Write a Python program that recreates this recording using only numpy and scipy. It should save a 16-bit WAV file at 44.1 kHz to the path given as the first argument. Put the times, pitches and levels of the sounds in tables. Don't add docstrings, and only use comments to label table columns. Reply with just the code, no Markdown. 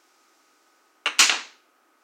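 import sys
import numpy as np
from scipy import signal
from scipy.fft import rfft, irfft
from scipy.io import wavfile
from scipy.ndimage import uniform_filter1d, minimum_filter1d

SR = 44100
rng = np.random.default_rng(int(sys.argv[2]) if len(sys.argv) > 2 else 0)


def pcm_store(signal):
    levels = np.round(np.clip(np.atleast_2d(signal), -1, 1) * 32767)
    wavfile.write(sys.argv[1], SR, levels.astype(np.int16).T)


N = 89875


def amp(db):
    return 10 ** (np.asarray(db) / 20)


def unit(x):
    return x / np.sqrt(np.mean(x ** 2) + 1e-20)


def energy_one(x):
    return x / np.linalg.norm(x)


def fade(t, t60):
    return 1000. ** (-t / t60)


def along(points, hz):
    point_hz, value = np.transpose(points)
    return np.interp(np.log(hz + 1), np.log(point_hz + 1), value)


def noise(points):
    spectrum = rfft(rng.standard_normal(N))
    gain = amp(along(points, np.fft.rfftfreq(N, 1 / SR)))
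    return unit(irfft(spectrum * gain, N))


def pulse(points, size=4096):
    gain = amp(along(points, np.fft.rfftfreq(size, 1 / SR)))
    cepstrum = irfft(np.log(gain))
    cepstrum[1:size // 2] *= 2
    cepstrum[size // 2:] = 0
    return energy_one(irfft(np.exp(rfft(cepstrum))))


def domino():
    return touch_down() + slap() + knock() + bump()


# start_s, level_db
TOUCH_CONTACTS = [(1.0586, -9), (1.0600, -2.5), (1.0650, -4), (1.0716, -5), (1.0757, -5.5)]
# pitch_hz, level_db
TOUCH_COLOUR = [(40, -40), (140, -45), (270, -11.5), (450, -12), (750, -9), (1150, 0), (1750, -2.5),
                (2850, -1.5), (3300, -12.5), (4000, -7.5), (4650, -23.5), (6300, -14), (7400, -26.5),
                (9000, -22), (10500, -45), (15000, -45)]


def touch_down():
    return blow(TOUCH_CONTACTS, TOUCH_COLOUR,
                click_db=-2.5, crack_db=8.5, board_db=1.5, modes_db=-6.5, room_db=-4.5)


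# start_s, level_db
SLAP_CONTACTS = [(1.1862, -16.5), (1.1918, 8.5), (1.1952, -3), (1.2000, -4.5), (1.2045, 2.5), (1.2213, -6)]
# pitch_hz, level_db
SLAP_COLOUR = [(40, -36.5), (140, -27.5), (310, -15), (560, -18), (800, -11), (1350, -3), (1800, -5),
               (2650, 2.5), (3400, -5), (4200, -1), (5200, -2.5), (6900, -2), (8300, -10), (10300, -21.5),
               (13000, -25), (16000, -30)]


def slap():
    return blow(SLAP_CONTACTS, SLAP_COLOUR,
                click_db=-2.5, crack_db=13.5, board_db=6.5, modes_db=-0.5, room_db=7)


# start_s, level_db
KNOCK_CONTACTS = [(1.2958, -1.5), (1.2972, -1), (1.3002, -7.5)]
# pitch_hz, level_db
KNOCK_COLOUR = [(40, -28.5), (140, -30), (250, -9.5), (560, -10), (850, -1.5), (1500, 2.5), (2100, 1),
                (2800, -2.5), (3400, -1.5), (4200, -0.5), (5000, -9.5), (6300, -7), (8300, -26),
                (10500, -31.5), (15000, -52)]


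def knock():
    return blow(KNOCK_CONTACTS, KNOCK_COLOUR,
                click_db=7, crack_db=13, board_db=1.5, modes_db=-10.5, room_db=2.5)


# start_s, level_db
BUMP_CONTACTS = [(1.3235, -10), (1.3440, -11.5)]
# pitch_hz, level_db
BUMP_COLOUR = [(40, -45), (130, -34.5), (230, -2.5), (550, -1.5), (850, 6), (1700, 1), (2800, 4.5),
               (4500, -13.5), (9000, -32), (15000, -44.5)]


def bump():
    return blow(BUMP_CONTACTS, BUMP_COLOUR,
                click_db=-1.5, crack_db=-14.5, board_db=6.5, modes_db=-3, room_db=2)


def blow(contacts, colour, click_db, crack_db, board_db, modes_db, room_db):
    t = np.arange(SR) / SR
    out = np.zeros(N + SR)
    click = tile_click(t)
    modes = tabletop(t)
    hardest_db = max(level_db for _, level_db in contacts)
    for start_s, level_db in contacts:
        crack = bright_crack(t)
        board = board_ring(t)
        force = amp(level_db - hardest_db)
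        direct = amp(click_db) * click + force * amp(crack_db) * crack
        direct += amp(board_db) * board + amp(modes_db) * modes
        sound = direct + amp(room_db) * room_tail(t)
        out[round(start_s * SR):][:SR] += amp(level_db) * sound
    return signal.fftconvolve(out[:N], pulse(colour))[:N]


TILE_HZ, TILE_T60_S, TILE_DB = 2840, 0.0036, -1.5


def tile_click(t):
    ring = np.sin(2 * np.pi * TILE_HZ * t) * fade(t, TILE_T60_S)
    click = amp(TILE_DB) * energy_one(np.gradient(ring))
    click[0] += 1
    return click


CRACK_HZ, CRACK_T60_S = 10900, 0.0061


def bright_crack(t):
    treble = signal.butter(2, CRACK_HZ, "high", fs=SR)
    burst = rng.standard_normal(SR) * fade(t, CRACK_T60_S)
    return energy_one(signal.lfilter(*treble, burst))


def board_ring(t):
    board_t60_s = 0.078
    return energy_one(rng.standard_normal(SR) * fade(t, board_t60_s))


# pitch_hz, level_db (against each other), t60_s
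TABLETOP_MODES = [(250, -21.5, .6), (313, -4, .2), (477, -10.5, 0.35), (594, -10.5, .16), (853, -10, .16),
                  (1085, -6.5, .15), (1163, -10, .16), (1408, -3.5, .1), (1928, -9.5, 0.23),
                  (2233, -5.5, .14), (2536, -3, 0.22), (2722, -4, .22), (2884, -7.5, .2), (2990, 0, .11),
                  (3702, -8, 0.16), (3996, -5, .2), (4186, -7, .22), (4340, -7, .22), (7900, -9.5, .3)]


def tabletop(t):
    ring = np.zeros(len(t))
    for k, (pitch_hz, level_db, t60_s) in enumerate(TABLETOP_MODES):
        sign = (-1) ** k
        ring += sign * amp(level_db) * fade(t, t60_s) * np.sin(2 * np.pi * pitch_hz * t)
    return energy_one(ring)


# pitch_hz, t60_s
ROOM_DECAY = [(60, .1), (130, .2), (240, 0.58), (700, 0.38), (1500, 0.39), (2700, 0.42), (5000, 0.42),
              (7500, 0.38), (11000, .28), (16000, 0.18)]
ROOM_DELAY_S, ROOM_BUILD_S = 0.0028, 0.0037


def room_tail(t, size=256):
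    pitch_hz, time_s, bands = signal.stft(rng.standard_normal(len(t)), SR, nperseg=size)
    faded = bands * fade(time_s, along(ROOM_DECAY, pitch_hz)[:, None])
    tail = signal.istft(faded, SR, nperseg=size)[1][:len(t)]
    build = 1 - np.exp(-np.maximum(t - ROOM_DELAY_S, 0) / ROOM_BUILD_S)
    return energy_one(tail * build)


# pitch_hz, level_db (rms)
WHINE_LINES = [(1136, -79.5), (1255.5, -70.5), (1374, -80.5), (1496, -76.5)]


def fan_whine():
    waver_hz = 1.4
    whine = np.zeros(N)
    for pitch_hz, level_db in WHINE_LINES:
        waver = noise([(8, -4), (60, -46), (400, -120)])
        phase = 2 * np.pi * np.cumsum(pitch_hz + waver_hz * waver) / SR
        whine += amp(level_db) * np.sqrt(2) * np.sin(phase)
    return whine


# pitch_hz, level_db
AIR_COLOUR = [(30, -43.5), (120, -35), (200, -22.5), (250, -9), (325, -1.5), (500, -10), (820, -6),
              (1020, -9.5), (1260, -6.5), (1550, -11), (1800, -22.5), (2400, -28.5), (4000, -60.5)]


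def fan_air():
    air_db = -67
    return amp(air_db) * noise(AIR_COLOUR)


# pitch_hz, level_db
HISS_COLOUR = [(1000, -22.5), (2000, 0), (3200, -4.5), (5500, 1), (7500, -3), (10500, -14.5),
               (15500, -17.5)]
# time_s, level_db
HISS_LEVEL = [(0, -67.5), (.15, -66.5), (.5, -67), (.8, -69.5), (1.05, -74.5), (1.7, -77), (1.97, -77.5),
              (2.04, -71)]


def soft_hiss():
    t = np.arange(N) / SR
    level_db = np.interp(t, *np.transpose(HISS_LEVEL))
    return amp(level_db) * noise(HISS_COLOUR)


# pitch_hz, level_db
MIC_COLOUR = [(100, -15.5), (1500, 11.5), (2500, 9.5), (4000, -1), (15500, -3.5)]


def microphone_noise():
    mic_db = -70
    return amp(mic_db) * noise(MIC_COLOUR)


def background():
    return fan_whine() + fan_air() + soft_hiss() + microphone_noise()


def scene():
    return (domino() + background())[None]


CEILING, LIMIT_HOLD_S = 0.69, 0.0014
TOP_HZ = 16100


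def record(dry):
    size = max(int(LIMIT_HOLD_S * SR), 1)
    needed_gain = CEILING / np.maximum(abs(dry), CEILING)
    gain = uniform_filter1d(minimum_filter1d(needed_gain, size), size)
    band_limit = 1 + (np.fft.rfftfreq(N, 1 / SR) / TOP_HZ) ** 200
    return irfft(rfft(dry * gain) / band_limit, N)


dry = scene()
out = record(dry)
pcm_store(out)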